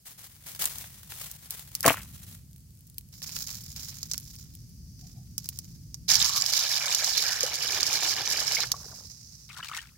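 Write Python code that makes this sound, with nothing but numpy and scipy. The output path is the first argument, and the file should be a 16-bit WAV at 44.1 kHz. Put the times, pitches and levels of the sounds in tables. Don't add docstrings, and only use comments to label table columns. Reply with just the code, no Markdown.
import sys
import numpy as np
from scipy import signal
from scipy.fft import rfft, irfft
from scipy.io import wavfile

SR = 44100
rng = np.random.default_rng(int(sys.argv[2]) if len(sys.argv) > 2 else 0)


def file_out(sig):
    cols = np.atleast_2d(sig).T
    lim = np.clip(cols, -1, 1)
    pcm = np.round(lim * 32767).astype(np.int16)
    wavfile.write(sys.argv[1], SR, pcm)


N = 439677


def from_db(db):
    return 10 ** (np.asarray(db) / 20)


def level(rows):
    return from_db(np.interp(np.arange(N) / SR, *np.transpose(rows)))


def swell(s, db, length, attack_s, fade_db_per_s):
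    t = np.arange(N) / SR - s
    fade_db = np.clip(fade_db_per_s * (t - length), 0, 200)
    return np.clip(t / attack_s, 0, 1) * from_db(db - fade_db)


def swells(rows, attack_s, fade_db_per_s):
    return np.sqrt(sum(swell(*row, attack_s, fade_db_per_s) ** 2 for row in rows))


def unit(x):
    return x / np.sqrt(np.mean(x.mean(0) ** 2) + 1e-20)


def tilt(left_db):
    return from_db([[left_db], [-left_db]])


def cut(x, hz, kind):
    return signal.sosfilt(signal.butter(2, min(hz, SR / 2 - 1), kind, fs=SR, output="sos"), x + 1e-18)


def band(low_hz, high_hz):
    edges = signal.butter(4, [low_hz, high_hz], "band", fs=SR, output="sos")
    return unit(signal.sosfilt(edges, rng.standard_normal((2, N))))


def colour(x, points, size=4096):
    hz, db = np.transpose(points)
    grid = np.maximum(np.fft.rfftfreq(size, 1 / SR), 1)
    cepstrum = irfft(np.log(from_db(np.interp(np.log(grid), np.log(hz), db))))
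    cepstrum[1:size // 2] *= 2
    cepstrum[size // 2 + 1:] = 0
    response = irfft(np.exp(rfft(cepstrum)))
    return signal.oaconvolve(x, response[None])[:, :x.shape[1]]


def add(out, s, sound):
    at = max(round(s * SR), 0)
    part = out[:, at:at + sound.shape[1]]
    part += sound[:, :part.shape[1]]


def crack(t60, tail_db, size=2048):
    t = np.arange(size) / SR
    burst = from_db(-60 * t / t60)
    scatter = from_db(tail_db - 60 * t / .035)
    onset = 1 - np.exp(-t / .0004)
    mid, side = rng.standard_normal((2, size)) * (burst + scatter) * onset
    return mid + cut(side, 1400, "high") * [[1], [-1]]


def chance(rate, spread_db, clump_db=5.0):
    at = np.flatnonzero(rng.random(N) < rate / SR)
    step = SR // 70
    clumps = clump_db * np.interp(at, np.arange(0, N, step), rng.uniform(-1, 1, N // step + 1))
    spread = spread_db * np.minimum(rng.exponential(1, len(at)), 4)
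    return at, from_db(clumps + spread) * rng.choice([-1, 1], len(at))


def grains(gain, rate, spread_db, t60, tone, tail_db=-15, clump_db=3.0, count=14):
    at, sizes = chance(rate, spread_db, clump_db)
    out = np.zeros((2, N))
    for k in range(count):
        clicks = np.zeros((1, N))
        clicks[0, at[k::count]] = sizes[k::count]
        out += signal.oaconvolve(clicks, crack(t60, tail_db), axes=1)[:, :N]
    return gain * unit(colour(out, tone))


def hits(rows, t60, tail_db, tone):
    out = np.zeros((2, N))
    for s, db in rows:
        sound = colour(crack(t60, tail_db), tone)
        add(out, s, sound / np.abs(sound.mean(0)).max() * from_db(db))
    return out


def bubble(hz, t60, rise, lag=0):
    delays = np.array([[max(lag, 0)], [max(-lag, 0)]])
    t = np.maximum(np.arange(int(t60 * SR) + 2) / SR - delays, 0)
    tone = np.sin(2 * np.pi * hz * t * (1 + rise * t / t60 / 2))
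    return tone * from_db(-60 * t / t60) * (1 - np.exp(-2 * hz * t))


CLOUD_S, CLOUD_WIDTH = .028, 0.19


def bubbles(gain, rate, spread_db, low_hz, high_hz, cycles, rise, together=0):
    live = gain > from_db(-120)
    at, sizes = chance(rate * live, spread_db)
    out, low_hz, clouds = np.zeros((2, N)), low_hz * np.ones(N), rng.random(N)
    for i, size, (pitch, life, place, company) in zip(at, sizes, rng.random((len(at), 4))):
        if company < together:
            pitch = clouds[int(i / SR / CLOUD_S)] + CLOUD_WIDTH * (pitch - .5)
        hz = low_hz[i] * (high_hz / low_hz[i]) ** pitch
        t60 = cycles * (.5 + life) * np.sqrt(hz / high_hz) / hz
        add(out, i / SR, size * bubble(hz, t60, rise, (place - .5) * 0.00023))
    return gain * unit(out) * np.sqrt(live.mean())


# frequency in Hz, left-right dB at a share of 1.
PAN_SIDE = [(250, -2), (1200, 5.5), (2600, 0.5), (4200, -5.5), (5500, -13), (7500, -1), (9500, 9.5),
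            (13000, 0)]


def from_pan(x, share):
    ears = []
    for sign in (-1, 1):
        power = [2 / (1 + from_db(sign * share * db) ** 2) for _, db in PAN_SIDE]
        ears.append([(hz, 10 * np.log10(p)) for (hz, _), p in zip(PAN_SIDE, power)])
    return np.vstack([colour(ear[None], points) for ear, points in zip(x, ears)])


# time in seconds, rumble level in dB.
RUMBLE = [(0, -65), (0.65, -53), (1.6, -56.5), (2.0, -46), (2.8, -54), (3.4, -48.5), (6.15, -46),
          (6.6, -56.5), (8.9, -51.5), (9.97, -57.5)]
# frequency in Hz, relative level in dB.
AIR_TONE = [(22, -31), (54, -2), (155, -2), (340, -27.5), (800, -62)]
HISS_TONE = [(300, 1), (1000, -12.5), (3900, -8.5), (4600, -1.5), (16000, -2.5)]


def air():
    mid, side = rng.standard_normal((2, 1, N))
    apart = colour(side, [(70, -12.5), (140, -15.0)]) * [[1], [-1]]
    rumble = unit(colour(mid + apart, AIR_TONE))
    hiss = unit(colour(rng.standard_normal((2, N)), HISS_TONE))
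    return level(RUMBLE) * rumble + from_db(-64.0) * hiss


# start in seconds, rustle level in dB, length in seconds.
FOOTFALLS = [(.05, -45, 0.017), (.17, -50.5, 0.079), (.45, -43, 0.043), (.59, -32.5, 0.026),
             (.69, -45, 0.12), (1.09, -42.5, 0.089), (1.2, -42.5, 0.04), (1.5, -43.5, 0.031)]
# start in seconds, level in dB, length in seconds.
SHUFFLE = (0, -53.5, 1.9)
FOOT_ATTACK_S, SHUFFLE_ATTACK_S, FOOT_FADE_DB_PER_S = 0.018, 0.66, 135
# time in seconds, peak dB before the bass is cut.
SNAPS = [(.628, -23), (.6554, -6.5), (.7841, -19.5), (1.314, -21), (1.507, -14.5)]
# time in seconds, peak dB before the treble is cut.
CRUNCHES = [(.841, -24.5), (1.12, -21)]
# frequency in Hz, relative level in dB.
LEAF_TONE = [(300, -10.5), (1060, -6), (15000, -1.5)]


def footsteps():
    shuffle = swell(*SHUFFLE, SHUFFLE_ATTACK_S, FOOT_FADE_DB_PER_S)
    tread = np.hypot(swells(FOOTFALLS, FOOT_ATTACK_S, FOOT_FADE_DB_PER_S), shuffle)
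    rustle = grains(tread, rate=3000, spread_db=4.0, t60=0.002, tone=LEAF_TONE, clump_db=4.5)
    crackle = grains(tread * from_db(-4.5), rate=80, spread_db=4.5, t60=0.0018, tone=LEAF_TONE)
    snaps = cut(hits(SNAPS, t60=0.0019, tail_db=-25, tone=LEAF_TONE), 4600, "high")
    crunches = cut(hits(CRUNCHES, t60=0.013, tail_db=-15, tone=LEAF_TONE), 2700, "low")
    return (rustle + crackle + snaps + crunches) * tilt(1)


# time in seconds, peak dB of the click,
# peak dB of its ring before the ring is spread across the microphones.
TICKS = [(1.7512, -7.5, -21), (1.8066, -15, -36), (1.8294, -15.5, -21.5), (2.9825, -20, -42),
         (4.03, -36, -21.5), (4.114, -25, -17.5), (4.135, -21, -18), (4.179, -17, -25),
         (5.38, -13.5, -24.5), (5.444, -29, -34), (5.458, -28.5, -27), (5.489, -15, -29),
         (5.5885, -18.5, -26), (5.9435, -29, -22)]
# start in seconds, level in dB, length in seconds.
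STRAYS = [(2.5, -63.5, 0.78), (3.6, -58, 0.92)]
# frequency in Hz, relative level in dB.
TICK_TONE = [(1300, -28), (3200, -8), (7000, -4), (11000, 1)]
RING_TONE = [(3200, -23.5), (5000, 0), (6500, -1.5), (8500, -17), (15000, -19)]
SALT_ATTACK_S, SALT_FADE_DB_PER_S = 0.003, 48


def ticks():
    click = hits([(s, db) for s, db, _ in TICKS], t60=0.0021, tail_db=-26.5, tone=TICK_TONE)
    ring = hits([(s, db) for s, _, db in TICKS], t60=0.0014, tail_db=-26, tone=RING_TONE)
    straying = swells(STRAYS, SALT_ATTACK_S, SALT_FADE_DB_PER_S)
    strays = grains(straying, rate=26, spread_db=3.5, t60=0.0015, tone=TICK_TONE, tail_db=-31)
    return click + from_pan(ring, share=0.82) + strays


# time in seconds, nominal level of pop and thud in dB,
# pitch of the trapped air in Hz, splatter peak in dB.
SLAPS = [(1.8523, -14.5, 951, -21), (1.858, -6.5, 543, -36), (1.8615, -29, 198, -6.5),
         (1.8713, -11.5, 600, -37), (1.8788, -3.5, 1080, -8.5), (1.905, -9, 780, -21.5)]
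# start in seconds, nominal level in dB, length in seconds.
LANDINGS = [(1.83, -26, 0.035), (1.858, -20.5, 0.04)]
# start in seconds, level in dB, length in seconds.
SLIDE = (1.886, -51.5, 0.48)
EEL_ATTACK_S, LANDING_FADE_DB_PER_S, SLIDE_FADE_DB_PER_S = 0.022, 237, 259.5
# frequency in Hz, relative level in dB.
PAN_MODES = [(135, -11), (290, -12), (500, -16), (670, -9), (1100, -14)]
# frequency in Hz, relative level in dB.
SKIN_TONE = [(250, -11), (1800, -6), (11000, -1)]


def eels():
    pops, thuds, t = np.zeros((2, N)), np.zeros((2, N)), np.arange(SR // 4) / SR
    ring = sum(from_db(db - 60 * t / .05) * np.sin(2 * np.pi * hz * t) for hz, db in PAN_MODES)
    for s, db, hz, _ in SLAPS:
        add(pops, s, from_db(db + 3) * bubble(hz, 6 / hz, rise=.2))
        add(thuds, s, from_db(db - 3) * np.array([ring, ring]))
    splatter = hits([(row[0], row[3]) for row in SLAPS], t60=0.028, tail_db=-25.5, tone=SKIN_TONE)
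    landing = swells(LANDINGS, EEL_ATTACK_S, LANDING_FADE_DB_PER_S)
    sliding = np.hypot(landing * .5, swell(*SLIDE, EEL_ATTACK_S, SLIDE_FADE_DB_PER_S))
    slide = grains(sliding, rate=2600, spread_db=5.5, t60=0.00066, tone=SKIN_TONE)
    squelch = bubbles(landing * 0.52, rate=700, spread_db=4, low_hz=1000, high_hz=3030, cycles=7.4, rise=0.24)
    return cut(pops + thuds + squelch, 150, "high") * tilt(2) + splatter + slide


# start in seconds, nominal level in dB, length in seconds.
SPRINKLES = [(3.125, -58, 0.09), (3.22, -46, 0.28), (3.76, -43.5, 0.022), (4.1, -58, 0.25),
             (4.99, -63, 0.097), (5.38, -59, 0.18)]
# time in seconds, peak dB before the spread across the microphones.
CLUMPS = [(3.219, -32), (3.292, -29.5), (3.364, -24.5), (3.491, -29), (4.142, -26.5)]
# frequency in Hz, relative level in dB.
SALT_TONE = [(700, -18.5), (2800, -17.5), (5200, 2), (6700, 0), (8700, -12), (13100, -6)]
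COARSE_TONE = [(350, -11), (1100, -3), (5500, 3), (9000, -6)]


def salt():
    falling = swells(SPRINKLES, SALT_ATTACK_S, SALT_FADE_DB_PER_S)
    fine = grains(falling * from_db(5.0), rate=600, spread_db=4, t60=0.0023, tone=SALT_TONE)
    coarse = grains(falling * from_db(-6.0), rate=120, spread_db=2.5, t60=0.0011, tone=COARSE_TONE)
    return fine + coarse + hits(CLUMPS, t60=0.0073, tail_db=-5, tone=COARSE_TONE)


# start in seconds, mean level in dB, length in seconds.
INSECTS = (3.12, -66.5, 7.3)
# start in seconds, level in dB, length in seconds.
HOOTS = [(5.012, -67.5, 0.026), (5.14, -67.5, 0.048)]
WILDLIFE_ATTACK_S, WILDLIFE_FADE_DB_PER_S = 0.017, 302.5


def wildlife():
    wavering = from_db(np.interp(np.arange(N), np.linspace(0, N, 100), rng.normal(0, 2, 100)))
    shrilling = swell(*INSECTS, WILDLIFE_ATTACK_S, WILDLIFE_FADE_DB_PER_S) * wavering
    hooting = swells(HOOTS, WILDLIFE_ATTACK_S, WILDLIFE_FADE_DB_PER_S)
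    return shrilling * band(4480, 6500) + hooting * band(666, 810)


# frequency in Hz, boost in dB.
HOLLOWS = [(780, 5), (1700, 7.5), (2300, 9), (2930, 8.5)]
HOLLOW_WIDTH_HZ = 127


def hollows(x):
    out = x
    for hz, db in HOLLOWS:
        peak = signal.iirpeak(hz, hz / HOLLOW_WIDTH_HZ, fs=SR)
        out = out + (from_db(db) - 1) * signal.lfilter(*peak, x)
    return out


POUR_START_S, POUR_END_S = 6.078, 8.635
POUR_ATTACK_S, POUR_FADE_DB_PER_S = 0.03, 267
# time in seconds, spray level in dB.
SPLASHING = [(6.1, -19.5), (6.26, -30.5), (6.41, -28.5), (6.45, -38), (6.53, -28.5), (6.78, -33.5),
             (7.2, -28.5), (7.48, -35.5), (7.84, -32.5), (8.06, -29.5), (8.2, -36), (8.28, -30),
             (8.62, -33)]
# time in seconds, level in dB before the hollows ring.
DRAGGED_AIR = [(6.12, -27.5), (6.38, -42), (6.59, -33.5), (7.5, -33.5), (8.03, -29), (8.3, -31), (8.6, -31)]
# start in seconds, nominal level in dB,
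# length in seconds, middle pitch in Hz.
DRUMMING = [(6.221, -40.5, 0.16, 1116), (7.219, -39.5, 0.16, 1670)]
DRUM_SPREAD = 1.1
# time in seconds, peak dB before the spread across the microphones.
SPATS = [(6.1005, -8), (6.2252, -9.5), (6.4215, -10), (6.462, -12), (6.5355, -8.5), (6.9473, -9),
         (7.1598, -22), (7.407, -12), (7.4315, -13), (7.807, -13.5), (7.83, -9.5), (8.479, -14),
         (8.7175, -10.5)]
# frequency in Hz, gain in dB.
SPRAY_TONE = [(300, -56), (800, -20.5), (2700, -13.5), (5300, 7), (6700, 1.5), (8500, -14), (11500, -8),
              (16000, -15)]
GURGLE_TONE = [(300, -19), (4000, -2)]


def pour():
    running = swell(POUR_START_S, 0, POUR_END_S - POUR_START_S, POUR_ATTACK_S, POUR_FADE_DB_PER_S)
    splashing = running * level(SPLASHING)
    spray = grains(splashing, rate=1400, spread_db=4.0, t60=0.0027, tone=SPRAY_TONE, clump_db=5.5)
    foam = bubbles(splashing * from_db(-6.0), rate=420, spread_db=3.5, low_hz=3616, high_hz=7700,
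                   cycles=47, rise=0.056, together=0.53)
    largest_hz = np.interp(np.arange(N) / SR, [6.1, 7.8], [620, 290])
    gurgle = bubbles(running * level(DRAGGED_AIR), rate=2400, spread_db=3.0, low_hz=largest_hz,
                     high_hz=4350, cycles=28, rise=0.08)
    drumming = np.zeros((2, N))
    for s, db, length, hz in DRUMMING:
        beating = swell(s, db, length, POUR_ATTACK_S, POUR_FADE_DB_PER_S)
        drumming += bubbles(beating, rate=900, spread_db=2.5, low_hz=hz / DRUM_SPREAD,
                            high_hz=hz * DRUM_SPREAD, cycles=22, rise=0)
    spats = hits(SPATS, t60=0.0034, tail_db=-15.5, tone=SPRAY_TONE)
    return spray + foam + hollows(colour(gurgle, GURGLE_TONE)) + drumming + spats


# time in seconds, peak dB before the tilt to the left, pitch in Hz.
PLOPS = [(7.435, -24.5, 504), (8.569, -20.5, 2182), (8.741, -32, 1095), (9.629, -31, 2910),
         (9.785, -31.5, 1800)]
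PLOP_T60_S = 0.044


def plops():
    out = np.zeros((2, N))
    for s, db, hz in PLOPS:
        sound = bubble(hz, PLOP_T60_S, rise=0.13)
        add(out, s, from_db(db) * sound / sound.max())
    return out * tilt(1)


FIZZ_DB, FIZZ_FADE_DB_PER_S, WASH_START_S = -45.5, 12.5, 9.485
# start in seconds, nominal level in dB, length in seconds.
LAPPING = (8.66, -57.5, 0.33)
LAPPING_FADE_DB_PER_S = 153.5


def settling_water():
    foam = swell(POUR_END_S, FIZZ_DB, 0, POUR_ATTACK_S, FIZZ_FADE_DB_PER_S)
    foam = foam * (np.arange(N) / SR < WASH_START_S)
    fizz = grains(foam, rate=1600, spread_db=3.5, t60=0.0027, tone=RING_TONE)
    lapping = swell(*LAPPING, POUR_ATTACK_S, LAPPING_FADE_DB_PER_S)
    laps = bubbles(lapping, rate=380, spread_db=2, low_hz=437, high_hz=1710, cycles=12, rise=0.089)
    splash = grains(lapping, rate=400, spread_db=3.0, t60=0.0014, tone=SKIN_TONE)
    return fizz + laps + splash


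# time in seconds, level in dB before damping, pitch in Hz, 60 dB decay in seconds.
THUMP = (8.668, -37, 123, .2)


def thump():
    out = np.zeros((2, N))
    s, db, hz, t60 = THUMP
    add(out, s, from_db(db) * bubble(hz, t60, rise=0))
    return out


# start in seconds, nominal level in dB, length in seconds.
STROKES = [(9.485, -48, 0.03), (9.56, -48, 0.043), (9.625, -43.5, 0.038), (9.71, -42.5, 0.083)]
STROKE_ATTACK_S, STROKE_FADE_DB_PER_S = 0.0068, 204


def washing():
    stirring = swells(STROKES, STROKE_ATTACK_S, STROKE_FADE_DB_PER_S)
    swirl = bubbles(stirring, rate=540, spread_db=3.5, low_hz=1170, high_hz=4880,
                    cycles=45, rise=0.11, together=0.39)
    splash_tone = [(500, -24), (900, 3), (6000, 4.5), (12000, -6)]   # Hz, relative dB
    splash = grains(stirring * 0.75, rate=700, spread_db=5.5, t60=0.0021, tone=splash_tone)
    return (swirl + splash) * tilt(2)


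def scene():
    ground = air() + footsteps() + wildlife()
    pan = ticks() + eels() + from_pan(salt(), share=0.89)
    water = from_pan(pour() + settling_water(), share=1.14) + plops() + thump() + washing()
    return ground + pan + water


CUTOFF_HZ = 15900


def record(dry):
    return signal.sosfilt(signal.ellip(10, .2, 80, CUTOFF_HZ, fs=SR, output="sos"), dry)


dry = scene()
out = record(dry)
file_out(out)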